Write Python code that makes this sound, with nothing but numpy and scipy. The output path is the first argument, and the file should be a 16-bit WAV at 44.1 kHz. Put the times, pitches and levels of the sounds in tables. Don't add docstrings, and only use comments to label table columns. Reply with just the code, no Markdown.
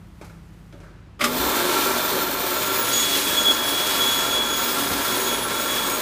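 import sys
import numpy as np
from scipy import signal
from scipy.fft import rfft, irfft, next_fast_len
from scipy.io import wavfile
from scipy.ndimage import uniform_filter1d

SR = 44100
rng = np.random.default_rng(int(sys.argv[2]) if len(sys.argv) > 2 else 0)


def persist_wave(psi):
    counts = np.round(np.clip(psi, -1, 1) * 32767).astype(np.int16)
    wavfile.write(sys.argv[1], SR, np.atleast_2d(counts).T)


N = 265041
T = np.arange(N) / SR
FFT_SIZE = next_fast_len(N, real=True)
FREQ = np.maximum(np.fft.rfftfreq(FFT_SIZE, 1 / SR), 1)

# pitch_hz, relative_db
COMPRESSOR_TONES = [(48.4, -52.5), (70.0, -57.5), (102.3, -58.5), (166.9, -54), (199.2, -59)]
# frequency_hz, gain_db
FAN_SPECTRUM = [(25, -24), (45, -10.5), (80, 2.5), (135, 2), (220, -9.5), (320, -8), (460, -15),
                (580, -18.5), (700, -17.5), (1400, -20), (3000, -27.5), (8000, -40.5), (15000, -50)]
# start_s, level_db, rise_s, t60_s, tilt_db_per_octave, ring_hz
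TABLE_KNOCKS = [(.212, -39, 0.0014, 0.22, -2, 850), (.243, -51, .002, .25, 3.5, 2400),
                (.296, -49, .003, .07, 0.5, 1520), (.724, -45, 0.0018, .12, -2.5, 3220),
                (.735, -45, .004, 0.3, -7.5, 596), (.801, -45, 0.0015, .2, -1.5, 600),
                (.825, -50, 0.011, 0.84, -2, 1560)]
# centre_hz, width_hz, gain_db
TABLE_MODES = [(343, 200, 1.5), (585, 140, -0.5), (930, 470, -9.5), (1320, 600, -3), (2270, 600, -8),
               (4500, 6500, -14.5), (9000, 8000, -32)]
# start_s, level_db, rise_s, t60_s, tilt_db_per_octave, ring_hz
STARTER_CLACKS = [(1.192, -31, 0.0036, .12, -1, 1190), (1.205, -16, 0.01, 0.13, 0, 2150),
                  (1.238, -13.5, 0.0042, 0.12, 2.5, 1240)]
# centre_hz, width_hz, gain_db
STARTER_BOX_MODES = [(272, 140, -2), (613, 210, -4), (1200, 190, 5.5), (1450, 280, -5), (2060, 1300, -5),
                     (3250, 1000, -7), (4960, 630, -10.5), (6900, 8100, -18.5)]
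# start_s, level_db, rise_s, t60_s, tilt_db_per_octave, ring_hz
STAND_THUMPS = [(1.38, -35, 0.022, 0.57, 8, 60), (3.28, -31, 0.016, 0.14, 9, 171),
                (4.9, -25, 0.017, 0.2, 9, 76)]
# centre_hz, width_hz, gain_db
STAND_MODES = [(59, 21, -5), (112, 130, -21)]
# time_s, shaft_hz, level_db
MOTOR_RUN = [(1.23, 29.3, -27.5), (1.35, 31.6, -31), (1.55, 43.2, -29.5), (1.78, 47, -31.5),
             (2.0, 48.4, -32.5), (2.5, 44.3, -39.5), (6.0, 38, -75)]
# multiple, relative_db
MOTOR_ORDERS = [(5, -6), (8, 6.5), (10, -6), (13, 2), (15, -6.5), (20, 2), (28, 0.5)]
# centre_hz, width_hz, gain_db
FRAME_MODES = [(136, 92, -28), (288, 188, 0.5), (417, 130, 0), (490, 70, -5), (558, 110, 1), (705, 43, -14)]
# centre_hz, width_hz, gain_db
COVER_MODES = [(854, 142, -1), (1023, 154, 1.5), (1160, 240, -3), (1358, 90, 6), (1556, 125, -0.5),
               (1724, 320, -5), (2320, 380, -6), (3480, 950, -11.5)]
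# centre_hz, gain_db
HOUSING_MODES = [(121.4, -10), (189.3, -9), (242.3, -2.5), (281.2, 0.5), (332.5, -8), (362.4, -3),
                 (387.1, -1), (411.1, -13.5), (463.4, -31.5), (486.8, -4), (510.6, -13), (567.1, -15),
                 (611.8, -2), (684.5, -5), (726.3, -8), (854.7, -7.5), (892.9, -6.5), (932.0, -3.5),
                 (973.5, -13.5), (1044.7, -7.5), (1098.9, -14), (1146.6, -19.5), (1228.5, -8), (1349.7, -5),
                 (1624.3, -37), (1687.5, -9)]
# frequency_hz, gain_db
FRICTION_SPECTRUM = [(600, -13), (1800, 1.5), (2700, 1.5), (3600, 5), (4300, 3), (4800, 0.5), (7000, -0.5),
                     (9000, -2), (11300, -3), (12900, -5), (15500, -10)]
# centre_hz, width_hz, gain_db
TOOTH_FIZZ_PEAKS = [(13730, 750, 6), (14600, 1100, -4), (15100, 600, 0)]
# centre_hz, width_hz, gain_db
BAND_MODES = [(3557, 56, 12.5), (4250, 140, 8.5), (7400, 200, 2), (11350, 410, 2), (14100, 210, 7),
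              (13700, 290, -6)]
# start_s, length_s, rasp_change_db, rattle_change_db
BONE_BITES = [(2.86, 0.28, 3, -3), (3.835, 0.19, 1.5, 1), (5, 0.11, 1.5, 1)]
# start_s, length_s, depth_fraction
FIZZ_DIPS = [(3.413, 0.2, 0.4), (4.248, 0.25, 1), (5.271, 0.23, 0.9)]
# time_s, pitch_hz
BAND_PITCH = [(2.7, 1690), (2.92, 1689), (3.65, 1677), (3.66, 1678), (4.37, 1684), (4.58, 1682),
              (5.45, 1682), (5.51, 1693), (5.85, 1681)]
# time_s, level_db
LEAD_LEVELS = [(2.6, -60), (3.03, -27), (3.6, -29.5), (4.1, -25), (4.65, -36.5), (5.15, -34), (5.45, -41),
               (5.75, -33.5), (6.0, -44)]
# multiple, level_db
WEAK_PARTIALS = [(1, -47), (3, -47), (4, -39.5), (5, -44), (6, -42.5), (7, -43), (8, -46), (9, -39)]
# start_s, length_s, multiple, level_db
SQUEAL_BURSTS = [(2.68, 0.027, 2, -32), (2.77, 0.043, 9, -24), (2.812, 0.075, 6, -33), (2.92, .11, 4, -26),
                 (3.016, 0.036, 2, -30), (3.11, .04, 2, -26), (3.36, 0.036, 2, -20), (3.358, 0.06, 4, -32),
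                 (3.442, 0.062, 2, -17), (3.5, 0.037, 4, -32), (3.99, 0.1, 2, -23), (4.117, .04, 9, -37),
                 (4.312, .11, 2, -25), (4.485, 0.067, 2, -28.5), (4.49, 0.085, 4, -34.5),
                 (4.547, .18, 9, -33), (4.797, 0.04, 2, -32), (5.062, .09, 2, -34.5),
                 (5.153, 0.055, 6, -34), (5.19, .08, 4, -36), (5.251, 0.1, 2, -29.5),
                 (5.318, 0.044, 6, -36), (5.409, 0.039, 6, -30.5), (5.404, 0.027, 2, -32),
                 (5.557, 0.024, 2, -31), (5.69, 0.17, 2, -32)]

START_S, CUT_S, FIRST_BITE_S = 1.21, 2.4, BONE_BITES[0][0]


def undb(db):
    return 10 ** (np.asarray(db) / 20)


def unit(x):
    return x / np.sqrt(np.mean(x ** 2))


def curves(rows):
    times_s, *columns = np.transpose(rows)
    return [np.interp(T, times_s, column) for column in columns]


def ramp(start_s, length_s):
    return np.clip((T - start_s) / length_s, 0, 1)


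def swell(start_s, length_s, rise_s, fall_s):
    return ramp(start_s, rise_s) * (1 - ramp(start_s + length_s, fall_s))


def noise():
    return rng.standard_normal(N)


def wander(rate_hz):
    size = max(int(SR / rate_hz), 2)
    smoothed = uniform_filter1d(noise(), size, mode="wrap")
    return unit(uniform_filter1d(smoothed, size // 2, mode="wrap"))


def impacts(per_s, scatter_db):
    hits = rng.random(N) < per_s / SR
    return unit(hits * noise() * undb(scatter_db * noise()))


def colour(x, gain):
    return unit(irfft(rfft(x, FFT_SIZE) * gain, FFT_SIZE)[:N])


def spectrum(points):
    hz, db = np.transpose(points)
    return undb(np.interp(np.log(FREQ), np.log(hz), db))


def resonances(modes):
    powers = (undb(2 * db) / (1 + ((FREQ - hz ** 2 / FREQ) / width_hz) ** 2) ** 2
              for hz, width_hz, db in modes)
    return np.sqrt(sum(powers))


def walls(x, wet_db, t60_s):
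    echo = noise() * undb(-60 * T / t60_s) * (T > .003)
    wet = signal.fftconvolve(x, echo[:SR // 2] / np.linalg.norm(echo))[:N]
    return (x + undb(wet_db) * wet) / np.hypot(1, undb(wet_db))


def blows(rows, modes, tail_db, tail_t60_s, accent):
    body, out = resonances(modes), 0
    for start_s, level_db, rise_s, t60_s, tilt_db, ring_hz in rows:
        age_s = np.maximum(T - start_s - rise_s, 0)
        decay = np.hypot(undb(-60 * age_s / t60_s), undb(tail_db - 60 * age_s / tail_t60_s))
        favoured = 1 + accent * resonances([(ring_hz, ring_hz / 5, 0)])
        ring = colour(noise(), body * favoured * undb(tilt_db * np.log2(FREQ)))
        out = out + undb(level_db) * ramp(start_s, rise_s) * decay * ring
    return out


def cooler():
    hum = sum(undb(db + 2 * wander(3.7)) * np.sin(2 * np.pi * hz * T + wander(2.1))
              for hz, db in COMPRESSOR_TONES)
    rush = colour(noise(), spectrum(FAN_SPECTRUM))
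    sink_db = -3.5 * ramp(0.97, 0.62)
    return (undb(-44.5) * unit(hum) + undb(-48) * rush) * undb(sink_db)


def handling():
    knocks = blows(TABLE_KNOCKS, TABLE_MODES, tail_db=-8.5, tail_t60_s=0.71, accent=1.9)
    cloth = colour(impacts(per_s=9000, scatter_db=-1), resonances([(7000, 15000, 0)]))
    return knocks + cloth * undb(-68 + 0.88 * wander(9)) * (1 - ramp(0.73, 0.25))


def starter():
    return blows(STARTER_CLACKS, STARTER_BOX_MODES, tail_db=-16.5, tail_t60_s=0.54, accent=0.77)


def stand():
    return blows(STAND_THUMPS, STAND_MODES, tail_db=-31, tail_t60_s=0.34, accent=1.5)


def motor():
    shaft_hz, level_db = curves(MOTOR_RUN)
    phase = 2 * np.pi * np.cumsum(shaft_hz * (1 + 0.0033 * wander(18.7))) / SR
    orders = sum(undb(db + 2.7 * wander(24)) * np.sin(multiple * phase + .5 * wander(76))
                 for multiple, db in MOTOR_ORDERS)
    return unit(orders) * undb(level_db)


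def saw_body(rumble_db, rattle_db):
    rumble = colour(impacts(per_s=1100, scatter_db=4), resonances(FRAME_MODES)) * undb(rumble_db)
    rattle = colour(impacts(per_s=2600, scatter_db=0.5), resonances(COVER_MODES)) * undb(rattle_db)
    housing = resonances([(hz, 7 + hz / 180, db) for hz, db in HOUSING_MODES])
    ring_db = -32 + (rumble_db - np.median(rumble_db)) / 2
    ring = colour(noise(), housing) * undb(ring_db) * ramp(START_S, 0.19)
    return rumble + walls(rattle, wet_db=-2.5, t60_s=0.42) + ring


def cutting_load():
    rasp_db = 3.5 * ramp(CUT_S, 0.73) - 0.9 * np.maximum(T - FIRST_BITE_S, 0)
    rattle_db = 0
    for start_s, length_s, rasp_change_db, rattle_change_db in BONE_BITES:
        contact = swell(start_s, length_s, rise_s=0.069, fall_s=0.29)
        rasp_db = rasp_db + rasp_change_db * contact
        rattle_db = rattle_db + rattle_change_db * contact
    return rasp_db, rattle_db


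def fizz_dip():
    dip = sum(depth * swell(start_s, length_s, rise_s=0.17, fall_s=0.088)
              for start_s, length_s, depth in FIZZ_DIPS)
    return np.clip(dip, 0, 1)


def band_scrape(hiss_db, sizzle_db):
    wheel_hz = 7.7
    wobble = undb(0.19 * np.sin(2 * np.pi * wheel_hz * T) + 0.93 * wander(54))
    hiss = colour(impacts(per_s=18000, scatter_db=-1.6), spectrum(FRICTION_SPECTRUM)) * undb(hiss_db)
    fizz = colour(noise(), resonances(TOOTH_FIZZ_PEAKS)) * undb(sizzle_db - 0.5)
    ring = colour(noise(), resonances(BAND_MODES)) * undb(sizzle_db - 5 - 10 * ramp(CUT_S, 0.55))
    return walls(wobble * (hiss + fizz + ring), wet_db=-10, t60_s=0.25)


def partial_amplitude(multiple, steady_db):
    bursts = sum(undb(db) * swell(start_s, length_s, rise_s=0.02, fall_s=0.03)
                 for start_s, length_s, squealing, db in SQUEAL_BURSTS if squealing == multiple)
    return np.hypot(undb(steady_db), bursts)


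def band_squeal(dip):
    lead_db, = curves(LEAD_LEVELS)
    pitch_hz, = curves(BAND_PITCH)
    phase = 2 * np.pi * np.cumsum(pitch_hz * (1 + 0.00132 * wander(164))) / SR
    lead = partial_amplitude(2, lead_db + 2.5 * wander(13)) * undb(1.46 * wander(140))
    out = np.sqrt(2) * lead * np.sin(2 * phase)
    drop_db = -4.5 * dip - 0.03 * np.maximum(T - CUT_S, 0)
    for multiple, db in WEAK_PARTIALS:
        tone = np.sin(multiple * phase + 0.54 * wander(222.4))
        rough_tone = unit(tone * undb(2.6 * wander(110)))
        flare_db = 3.2 * wander(7)
        out = out + partial_amplitude(multiple, db + drop_db + flare_db) * rough_tone
    return out * ramp(CUT_S, 0.3)


def scene():
    slow = 1 - ramp(START_S, 0.2)
    shake = swell(1.31, 0.45, rise_s=0.3, fall_s=0.51)
    growl = swell(2.1, 0.066, rise_s=0.031, fall_s=0.041)
    sunk = ramp(FIRST_BITE_S, 0.7)
    rasp_db, bone_rattle_db = cutting_load()
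    dip = fizz_dip()
    rumble_db = -34.5 + 4.5 * shake + 6.5 * growl + 0.6 * wander(7.1)
    rattle_db = -29 - 9 * slow + 3 * shake + bone_rattle_db
    hiss_db = -29.8 - 5 * slow + 4 * shake + rasp_db - 2.5 * dip
    sizzle_db = -31 - 13 * slow - 4.5 * sunk - 9 * dip + 1.3 * wander(18)
    saw = motor() + saw_body(rumble_db, rattle_db) + band_scrape(hiss_db, sizzle_db)
    switched_on = ramp(START_S - .02, 0.06)
    mono = saw * switched_on + starter() + handling() + stand() + band_squeal(dip) + cooler()
    return np.array([mono, mono])


def record(dry):
    ceiling, bottom_hz, top_hz = 0.41, 40, 15280
    rounded = dry / (1 + np.abs(dry / ceiling) ** 6) ** (1 / 6)
    high_pass = signal.butter(6, bottom_hz, "high", fs=SR, output="sos")
    low_pass = signal.ellip(14, .1, 90, top_hz, fs=SR, output="sos")
    return signal.sosfilt(low_pass, signal.sosfilt(high_pass, rounded))


dry = scene()
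out = record(dry)
persist_wave(out)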